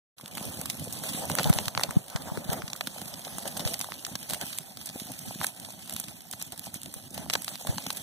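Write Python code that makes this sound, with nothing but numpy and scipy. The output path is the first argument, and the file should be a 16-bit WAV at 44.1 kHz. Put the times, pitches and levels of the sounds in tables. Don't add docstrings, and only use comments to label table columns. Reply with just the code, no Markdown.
import sys
import numpy as np
from scipy import signal
from scipy.fft import rfft, irfft, next_fast_len
from scipy.io import wavfile
from scipy.ndimage import uniform_filter1d, map_coordinates

SR = 44100
rng = np.random.default_rng(int(sys.argv[2]) if len(sys.argv) > 2 else 0)


def int16_out(signal):
    q = np.round(np.clip(np.atleast_2d(signal).T, -1, 1) * 32767)
    wavfile.write(sys.argv[1], SR, q.astype(np.int16))


def gain_from_decibels(decibels):
    exponent = np.asarray(decibels, float) / 20
    return 10 ** exponent


N = 353682


def unit(x):
    return x / np.sqrt(np.mean(x ** 2) + 1e-20)


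def along(points, hz):
    f, v = np.transpose(points)
    return np.interp(np.log(hz + 1), np.log(f + 1), v)


def wobble(rate):
    knots = rng.standard_normal(int(N * rate / SR) + 4)
    return map_coordinates(knots, [np.arange(N) * rate / SR])


def curves(rows):
    s, *cols = np.transpose(rows)
    return [np.interp(np.arange(N) / SR, s, c) for c in cols]


def swells(rows):
    out = np.zeros(N)
    for s, rise_db, length in rows:
        length = max(length, .02)
        start, end = s - 0.55 * length, s + length
        a, b = int(max(start, 0) * SR), int(end * SR)
        t = np.arange(N)[a:b] / SR
        out[a:b] += np.interp(t, [start, s, end], [0, rise_db, 0])
    return out


def filtered(x, response):
    m = next_fast_len(N + 8192)
    return irfft(rfft(x, m) * response(np.fft.rfftfreq(m, 1 / SR)), m)[..., :N]


def resonance(centre_hz, width_hz):
    return lambda f: 1j * f * width_hz / (centre_hz ** 2 - f * f + 1j * f * width_hz)


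def rush(spectrum, patchy_db):
    z = signal.stft(rng.standard_normal((2, N)), nperseg=512)[2]
    field = uniform_filter1d(rng.standard_normal(z.shape[1:]), size=8, axis=0)
    field = uniform_filter1d(field, size=5, axis=1)
    pair = signal.istft(z * gain_from_decibels(patchy_db * unit(field)), nperseg=512)[1][:, :N]
    return unit(filtered(pair, lambda hz: gain_from_decibels(along(spectrum, hz))))


# (f/Hz, width/Hz)
STEM_MODES = [
    (1150, 3540),
    (4000, 6680),
    (9500, 11300),
]


def bursts(s, stems_db, life_ms, spiky_db, ring_db):
    t = np.arange(512) / SR
    life = np.clip(life_ms, .3, 9)[:, None] / 1000
    shape = (1 - np.exp(-t / 0.00037)) * (np.exp(-t / life) + 3.2 * np.exp(-t / 0.00011))
    draw = rng.standard_normal((len(s), 3, len(t)))
    volley = shape * gain_from_decibels(spiky_db * draw[:, 2]) * draw[:, :2].transpose(1, 0, 2)
    volley /= np.sqrt(np.sum(volley ** 2, axis=(0, 2)) / (life[:, 0] * SR))[:, None]
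    where = (np.round(s * SR).astype(int)[:, None] + np.arange(len(t))).ravel()

    def lay(db):
        gain = gain_from_decibels(db)[:, None]
        return np.array([np.bincount(where, (gain * v).ravel(), N + len(t))[:N] for v in volley])

    layers = [lay(db) for db in np.transpose(stems_db)]
    out = sum(filtered(x, lambda f: resonance(*mode)(f) ** 2) for x, mode in zip(layers, STEM_MODES))
    return out + gain_from_decibels(ring_db) * filtered(layers[0], resonance(4000, 200))


def air_push(rows, alike_db, opposed_db, cycles=0.35):
    out, t = np.zeros(N + SR), np.arange(SR // 10) / SR
    for s, db, hz in rows:
        swing = np.sin(2 * np.pi * hz * t / (1 + 0.02 * hz * t))
        push = t * hz * np.exp(-t * hz / cycles) * swing
        out[round(s * SR):][:len(t)] += gain_from_decibels(db) * push
    return out[:N] * (gain_from_decibels(alike_db) + gain_from_decibels(opposed_db) * np.array([[1], [-1]]))


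# (f/Hz, likeness)
PORT_LIKENESS = [(100, 0.72), (300, 0.7), (450, 0.022), (700, 0.87), (1200, 0.55), (1800, 0.14),
                 (3000, 0.033), (6000, 0.032), (10000, 0.0062)]


def ports(pair, extra):
    turn = lambda hz: np.arccos(np.clip(along(PORT_LIKENESS, hz) + extra, -1, 1)) / 2
    mid, side = filtered(pair, lambda hz: np.array([np.cos(turn(hz)), np.sin(turn(hz))]))
    return np.array([mid + side, mid - side])


# (f/Hz, level/dB per Hz)
FIZZ_COLOUR = [(500, -18), (1000, -29), (1600, -18), (2500, 10), (4000, 3.5), (6500, 5), (9000, 9),
               (12000, 9.5), (15500, -2)]
# (t/s, rise/dB, length/s)
FLARES = [(0.39, 4, 0.11), (0.7, 4, 0.68), (0.92, 1.5, 0.11), (1.1, 7.5, 0.16), (1.3, 6, 0.041),
          (1.4, 6, 0.14), (1.58, 7.5, 0.14), (1.81, 3, 0.085), (3.08, 6, 0.027), (3.475, 6, 0.026),
          (3.68, 12.5, 0.093), (3.815, 7, 0.04), (4.33, 6, 0.13), (4.48, 12, 0.15), (5.005, 8, 0.072),
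          (5.31, 8.5, 0.063), (5.43, 9, 0.11), (5.71, 2.5, 0.2), (5.95, 9.5, 0.27), (6.33, 14, 0.043),
          (6.41, 11.5, 0.072), (6.65, 12.5, 0.064), (6.75, 9.5, 0.036), (6.85, 4.5, 0.066),
          (6.95, 4.5, 0.12), (7.15, 4, 0.038), (7.35, 3, 0.14), (7.49, 6.5, 0.018), (7.68, 3, 1)]


def fizz(front_db, flicker_db):
    draw = rng.random((2600, 6))
    size_db = np.minimum(-3.5 * np.log(draw[:, 1:2]), 4) + 9 * (draw[:, 2:5] - .5) + [-5, 0, 0]
    life_ms = .4 + 3 * draw[:, 5] ** 3
    crackle = bursts(draw[:, 0] * (N - 1) / SR, size_db, life_ms, spiky_db=-2.0, ring_db=-40)
    hiss = gain_from_decibels(0.57 + flicker_db) * rush(FIZZ_COLOUR, patchy_db=3.4)
    return gain_from_decibels(front_db + swells(FLARES)) * (hiss + gain_from_decibels(6.0) * crackle)


# (f/Hz, level/dB per Hz)
ROAR_COLOUR = [(200, 2), (380, -3.5), (550, 3.5), (750, 2.5), (1000, -4.5), (1400, -9.5), (2500, -14)]
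# (t/s, rise/dB, length/s)
SURGES = [(1.4, 8, 0.024), (1.42, 7, 0.7), (1.465, 13.5, 0.037), (1.5, 10, 0.02), (1.82, 9, 0.14),
          (2.3, 11, 0.53), (2.53, 7.5, 0.15), (2.53, 8, 0.079), (3.457, 14, 0.04), (3.62, 9.5, 0.16),
          (4.32, 11.5, 0.051), (4.42, 13, 0.065), (4.95, 2, 0.04), (5.43, 13.5, 0.074), (5.91, 13, 0.073),
          (6.53, 16.5, 0.023), (6.67, 4, 0.15), (7.18, 12.5, 0.093), (7.69, 15, 0.066)]
# (t/s, level/dB)
CASE_TURN = [
    (0, 2.5),
    (4, -2.5),
    (4.8, -11),
    (8, -5.5),
]


def roar(front_db, flicker_db):
    mean_db = front_db.mean()
    roar_db = mean_db - 1.5 + 0.77 * (front_db - mean_db) + swells(SURGES)
    gusts_db = 1.5 * wobble(70)
    out = gain_from_decibels(roar_db + 2.0 + flicker_db + gusts_db) * rush(ROAR_COLOUR, patchy_db=2.5)
    hollow = filtered(out, lambda hz: resonance(490, 220)(hz) + resonance(1150, 450)(hz))
    return out + (gain_from_decibels(curves(CASE_TURN)[0]) - 1) * hollow


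# (f/Hz, level/dB per Hz)
FLUTTER_COLOUR = [(20, -59), (40, -93), (70, -5.5), (120, -4.5), (180, -4), (260, -8), (350, -19),
                  (600, -54)]
# (t/s, rise/dB, length/s)
GUSTS = [(0.84, 5.5, 0.12), (2.18, -3, 0.08), (3.46, 0, 0.067), (3.62, 7, 0.38), (4.14, 3, 0.14),
         (4.32, 13.5, 0.08), (5.02, -3, 0.12), (5.51, -9, 0.15), (5.91, 2, 0.38), (6.41, 12, 0.039),
         (6.53, 8, 0.022), (6.67, 9, 0.031), (6.87, 11, 0.075), (7.19, 6, 0.23), (7.35, 6, 0.14),
         (7.69, 15, 0.22), (7.89, 15.5, 0.31)]


def flutter(air_db):
    lumps = gain_from_decibels(2.5 * np.array([wobble(30), wobble(30)]))
    buffet = unit(lumps * rush(FLUTTER_COLOUR, patchy_db=3.0))
    return gain_from_decibels(air_db + swells(GUSTS) + 4.0) * buffet


# (t/s, front level/dB, moving air level/dB)
BLAZE = [(0.19, -56, -61), (0.4, -46, -47), (0.9, -48, -44), (1.3, -42, -43), (1.55, -44.5, -44),
         (1.75, -49.5, -46), (2.05, -50.5, -53.5), (2.45, -51.5, -42.5), (2.7, -50.5, -54.5),
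         (3.1, -45.5, -49.5), (3.9, -46, -54), (4.7, -50.5, -54), (5.1, -45, -50), (5.6, -49.5, -49.5),
         (6.3, -54.5, -55), (7.08, -51.5, -51), (7.25, -49, -49.5), (8.02, -45.5, -65)]


def flames():
    front_db, air_db = curves(BLAZE)
    flicker_db = 1.7 * wobble(40)
    return fizz(front_db, flicker_db) + roar(front_db, flicker_db) + flutter(air_db)


# (t/s, level/dB, thick stems/dB, fine stems/dB)
POPS = [(0.2598, -30.5, -17, -5), (0.38, -43.5, 19, 2), (0.6142, -33, 5.5, 11.5), (1.3524, -36, 21.5, 22),
        (1.4433, -16.5, -9, -28), (1.5869, -23.5, 12.5, -20), (1.6819, -20.5, 1, -20),
        (1.7503, -40.5, 22, -8), (1.7763, -33, 21.5, -11), (1.796, -35.5, 19.5, -1), (2.3735, -43, 19, 8),
        (2.6202, -50.5, 26, 1), (2.7322, -19.5, -3.5, -21), (3.8038, -28.5, 2, -18),
        (3.8126, -32, 10, 12.5), (3.9208, -39.5, 16.5, 3), (4.586, -23, -7, 6.5), (5.4138, -42, 22.5, 15),
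        (5.4327, -34, 7, -6), (5.4674, -41.5, -14, 25), (5.8963, -29, -23, 3.5), (5.9082, -34, -21, -1),
        (6.3984, -46, -5, 14), (6.4247, -40.5, 10, 22), (6.594, -31.5, -22, 7), (6.817, -36, -26, 5),
        (7.2993, -33, 17.5, -9), (7.421, -34.5, -1, 10.5), (7.4803, -29.5, 7, -13), (7.5557, -29, 3.5, -14),
        ]
SNAPS = [(0.3518, -30.5, -20, -1), (0.3728, -42, 15, 12.5), (1.0373, -29, 3, 2), (1.5284, -27, 5, -14),
         (1.5371, -23, -17, -2), (1.9081, -55, 29, 30), (2.1605, -28.5, 7, -30), (2.5312, -30, 3, 7),
         (2.8092, -35, 18.5, 3), (3.0158, -31.5, 1, 2.5), (3.1395, -29, -20, -21),
         (3.3834, -53.5, 24.5, 29.5), (3.4549, -39, 11.5, -7), (3.792, -36.5, -25, 13),
         (4.0494, -22.5, -18, -34), (4.0655, -32.5, -14, 5), (4.3346, -24, -4, 2), (4.8984, -31, -16, -7),
         (5.4438, -30.5, 14, 11), (5.9639, -27.5, -6, 2.5), (5.9992, -34.5, 1, 13.5),
         (6.5773, -36.5, -24, 2.5), (6.742, -52.5, 15.5, 26.5), (6.8325, -34.5, -27, 4.5),
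         (6.859, -33, -7, -3), (6.94, -37, 1, 9.5), (7.3062, -33, 8, -12), (7.4452, -28, -29, 2),
         (7.8653, -24, -6, -10), (7.9038, -21.5, -0.5, -4.5)]
CRACKS = [(0.6569, -28, 0, 3.5), (0.7073, -44, -15, 11), (1.2986, -41.5, 17.5, 16.5), (1.3857, -30, 17, -9),
          (1.3951, -36.5, 18, -5), (1.8114, -47, 23, 21), (1.8346, -14, -3.5, -36),
          (2.8722, -25.5, 3.5, -1), (2.9822, -34, 0.5, -4), (3.2782, -46.5, 16.5, -2),
          (3.7413, -21.5, -30, -13), (4.1543, -24.5, 1, -25), (4.2922, -42, -21, 12.5),
          (4.4123, -25, -12, -3), (4.7718, -33, -3, -1.5), (4.8897, -30, -11, -13),
          (5.1905, -44.5, -24, 13.5), (5.5985, -36.5, -17, 3.5), (5.6482, -31, -22, -25),
          (6.3122, -40, -25, 12.5), (6.3273, -34, -23, 3), (6.334, -46.5, 17.5, -10),
          (6.4141, -31, -0.5, -10), (6.5217, -32.5, -1, 3.5), (7.1776, -28.5, -9, -2),
          (7.3528, -29, 16, -11), (7.6706, -29.5, 5, 4), (7.7819, -28.5, 4, -25)]
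TEARS = [(0.1824, -39.5, -3, -5), (0.699, -24.5, -12, -28), (0.7955, -38, -24, 5),
         (0.9252, -52.5, 11, 24.5), (0.9327, -53, -15, 21.5), (1.055, -41, -19, 8), (1.431, -27, -29, 2),
         (1.4962, -40, 16.5, 16), (2.6787, -33, 0, -22), (3.249, -33.5, -8, -18), (3.4763, -30.5, -23, 3),
         (3.5681, -32, -1.5, -22), (3.5728, -35.5, -4, 8.5), (3.5944, -28.5, -1.5, -5),
         (3.736, -32.5, -26, 5.5), (4.2981, -29, -2.5, 2), (4.3071, -29, -28, -1), (4.3441, -30, -33, 2),
         (4.5287, -31, -15, -5), (4.8582, -41, -28, 12), (5.439, -28.5, -6, -1), (7.1435, -36, -28, 4),
         (7.3349, -23, -13, -1), (7.97, -33, -29, 5.5)]


def snaps():
    kinds = [(POPS, 1.58), (SNAPS, 3.48), (CRACKS, 4), (TEARS, 7)]
    events = [(*row, ms) for rows, ms in kinds for row in rows]
    s, db, thick_db, fine_db, life_ms = np.transpose(events)
    sizes_db = np.transpose([db + thick_db, db, db + fine_db]) + 7.0
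    return bursts(s - .0003, sizes_db, 0.65 * life_ms, spiky_db=3, ring_db=-7)


# (t/s, level/dB, f/Hz)
KNOCKS = [(0.1984, -32, 1060), (0.2342, -34, 556), (0.3803, -43, 850), (0.41, -25.5, 680),
          (0.59, -26.5, 596), (0.8185, -27.5, 617), (0.8736, -23, 500), (1.0376, -23.5, 630),
          (1.1941, -27.5, 597), (1.2992, -14.5, 880), (1.3862, -39, 1110), (1.4565, -15, 590),
          (1.4784, -22, 577), (1.4972, -15.5, 517), (1.7763, -24, 1030), (1.8915, -23, 1010),
          (2.0997, -42, 731), (2.2564, -27, 720), (2.3, -22, 960), (2.3203, -24, 765), (2.3732, -18, 446),
          (2.5175, -17.5, 555), (2.7532, -27, 1330), (2.8095, -36, 1200), (2.9623, -24.5, 725),
          (3.2705, -24, 665), (3.4545, -20, 780), (3.5945, -23, 830), (3.665, -20.5, 590),
          (3.8436, -22.5, 1080), (3.8878, -23, 790), (4.0663, -25, 1400), (4.3067, -24.5, 690),
          (4.4021, -31, 750), (4.7144, -36, 740), (4.8979, -31, 710), (4.96, -24.5, 624),
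          (5.0994, -26.5, 684), (5.1074, -27.5, 695), (5.309, -21, 770), (5.6866, -28, 740),
          (5.7032, -34, 800), (6.6689, -27, 770), (6.6764, -30, 796), (6.7602, -37, 780),
          (6.8612, -33, 594), (6.8971, -40.5, 590), (6.9618, -35, 510), (7.1782, -20, 696),
          (7.2621, -26, 783), (7.3416, -28, 970), (7.6117, -28, 695), (7.6497, -22.5, 740),
          (7.7254, -24.5, 710), (7.733, -28, 770), (7.7827, -18, 1080), (7.8642, -21, 750)]


def knocks():
    return air_push(KNOCKS, 5.5, -7.0, cycles=0.62)


# (t/s, level/dB, fine over middle
# stems/dB)
TICKS = [(0.2105, -29, -2), (0.2784, -28, 3), (0.3801, -23.5, 1), (0.4265, -24, 3), (0.4525, -25.5, 11),
         (0.5208, -31, 12), (0.5453, -32, 11), (0.5897, -30, 8), (0.6994, -15, 0), (0.8411, -30.5, 17),
         (0.9873, -34, 20), (1.088, -24, 7), (1.1948, -26, 10), (1.2531, -26, 15), (1.3155, -23, -11),
         (1.3858, -20, -13), (1.4731, -21, -2), (1.6552, -20, -6.5), (1.6812, -16.5, 2), (1.8044, -21, -1),
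         (2.0813, -29, -0.5), (2.1002, -27, 1.5), (2.2205, -26.5, -1), (2.4429, -28, -4),
         (2.5008, -27, -16), (2.5467, -42, 6), (2.7004, -26.5, -9), (2.7617, -23.5, 3), (3.0561, -26, 1),
         (3.1314, -35, 7), (3.6048, -21, -4), (3.6507, -22, -11), (3.8123, -20.5, -10), (3.9395, -26, -5),
         (4.2289, -24.5, 0), (4.3202, -26, -1), (4.3346, -22, 4), (4.5761, -24, 9), (4.8131, -27.5, -7),
         (4.8699, -23, 2), (4.9468, -35, 7), (4.9986, -23.5, -6), (5.1179, -26.5, 11), (5.4317, -20.5, -2),
         (5.5629, -32, 3), (5.704, -28.5, -7), (5.924, -22, 4), (5.9365, -22, 11), (6.2059, -30.5, -4),
         (6.2184, -34, 6), (6.4643, -35, 10), (6.5875, -33, -2), (7.1053, -38.5, 21), (7.2989, -19.5, -11),
         (7.48, -22, -6), (7.6122, -30, -6.5), (7.8222, -31.5, -9), (7.8397, -27, 3), (7.927, -27, 16),
         (7.9624, -27, 6),
         (2.447, -28, -2),
    (3.674, -21, -13),
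    (3.843, -23, -3),
    (3.993, -37, -15),
    (4.021, -47, -4),
    (6.039, -28, -11),
    (6.083, -26, -6),
    (7.33, -22, -11),
    (7.3358, -14.5, -10),
]


def ticks():
    s, db, fine_db = np.transpose(TICKS)
    sizes_db = np.transpose([db - fine_db - 10.5, db - fine_db / 2, db + fine_db / 2]) - 2.5
    return bursts(s, sizes_db, np.full(len(s), 2.9), spiky_db=-2.0, ring_db=-30)


# (t/s, level/dB, f/Hz)
POCKETS = [(0.236, -36, 198), (0.411, -30, 194), (0.539, -38, 175), (0.591, -36, 191), (0.689, -35, 142),
           (1.146, -26.5, 204), (1.277, -35, 185), (1.399, -24, 144), (1.958, -28.5, 192), (2.68, -37, 184),
           (2.874, -31, 217.5), (3.02, -32, 182), (3.059, -35, 176), (3.382, -34.5, 211), (3.6, -28.5, 183),
           (3.714, -34, 184), (4.114, -33, 178), (4.157, -33, 178), (4.435, -31, 170), (5.057, -37, 190),
           (5.357, -31, 203), (5.79, -52, 185), (6.044, -39, 156), (6.339, -40, 150), (6.759, -35.5, 210),
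           (7.112, -37.5, 233), (7.87, -31, 192)]


def pockets():
    return air_push(POCKETS, 19.8, 1.4, cycles=0.39)


# (t/s, level/dB, f/Hz)
PUFFS = [
    (0.821, -28.5, 155),
    (0.873, -36, 172),
    (1.305, -34, 388),
    (1.499, -23, 114),
    (4.957, -30.5, 255),
    (5.018, -32, 201),
    (7.688, -34, 105),
]


def puffs():
    return air_push(PUFFS, 23.2, 6.8)


# (t/s, level/dB, f/Hz)
THUMPS = [(1.455, -12, 140), (1.468, -10, 135), (1.482, -20, 140), (1.499, 2, 149), (1.559, -15, 119),
          (1.674, -19, 126), (1.775, -18, 123), (1.887, -18, 141), (1.967, 0, 158), (2.151, -12, 130),
          (2.317, -16, 160), (2.377, -16, 187), (2.491, -11, 130), (2.637, -19, 125), (3.654, -11, 105),
          (6.963, -29, 129), (7.691, -8, 106)]


def thumps():
    return air_push(THUMPS, -0.33, 13.2)


# (f/Hz, level/dB)
LEFT_SHADE = [(300, -1.5), (2000, 0.5), (6000, -0.5), (8500, -3.5), (11000, -8.5), (13000, -12.5),
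              (15000, -12)]


def scene():
    fire = ports(flames(), extra=0)
    stems = ports(snaps(), extra=0.16) + ports(ticks(), extra=0.076)
    left, right = fire + stems + knocks() + pockets() + puffs() + thumps()
    return np.array([filtered(left, lambda hz: gain_from_decibels(along(LEFT_SHADE, hz))), right])


# (f/Hz, share)
CROSS_SHARE = [(100, 0.29), (1200, 0.096), (2500, 0.49), (5000, 0.32), (7500, 0.37), (9500, 0.26),
               (12000, 0.071), (15000, .05)]
# (f/Hz, level/dB)
TOP_EDGE = [(12000, 0), (15500, -2), (15750, -24), (16500, -37), (16800, -60)]


def widen(dry):
    delay_s, low_hz = .000409, 50
    late = filtered(dry[::-1], lambda hz: along(CROSS_SHARE, hz) * np.exp(-2j * np.pi * hz * delay_s))
    bass_cut = lambda hz: (1j * hz / (low_hz + 1j * hz)) ** 4
    return filtered(dry - late, lambda hz: bass_cut(hz) * gain_from_decibels(along(TOP_EDGE, hz)))


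def thin_stereo(pair, under_db, faint_db, scatter_db):
    z = signal.stft([pair[0] + pair[1], pair[0] - pair[1]], nperseg=1024)[2]
    bands = np.abs(z[:, :512]).reshape(2, 128, 4, -1) ** 2
    power = uniform_filter1d(bands.sum(axis=2), size=5, axis=2)
    power = uniform_filter1d(power, size=2, axis=1)
    level_db = 10 * np.log10(np.abs(power) + 1e-20)
    frames = level_db.shape[2]
    drift = uniform_filter1d(rng.standard_normal((2, 16, frames)), size=4, axis=2)
    bar_db = under_db + scatter_db * unit(drift).repeat(8, axis=1)
    bar_db = bar_db + np.interp(np.arange(128), [10, 12, 32, 46, 52], [5, 0, 0, 3.5, 6])[:, None]
    kept = level_db > level_db[::-1] - bar_db
    kept &= level_db > faint_db + scatter_db * rng.standard_normal(level_db.shape)
    ragged_top = 89.5 + uniform_filter1d(rng.normal(0, 2.5, frames), size=3)
    kept &= np.arange(128)[:, None] < ragged_top
    kept = kept[:, :, ::2].repeat(2, axis=2)[:, :, :frames]
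    loud_db = 10 * np.log10(bands[:, 6:].sum(axis=(0, 1, 2)) + 1e-20)
    kept[:, :, loud_db > uniform_filter1d(loud_db, size=9) + 4.5] = True
    kept[:, :6] = True
    z[:, :512] *= np.repeat(kept, 4, axis=1)
    mid, side = signal.istft(z, nperseg=1024)[1][:, :N] / 2
    return np.array([mid + side, mid - side])


def band_limit(x):
    return signal.sosfilt(signal.butter(12, 16630, fs=SR, output="sos"), x)


def record(dry):
    wide = widen(dry)
    held = wide / (1 + (wide / .6) ** 6) ** (1 / 6)
    thinned = thin_stereo(held, under_db=2.5, faint_db=-80, scatter_db=1.5)
    start_s, fade_s = .165, 0.029
    fade = np.clip((np.arange(N) / SR - start_s) / fade_s, 0, 1)
    return band_limit(thinned * fade)


dry = scene()
out = record(dry)
int16_out(out)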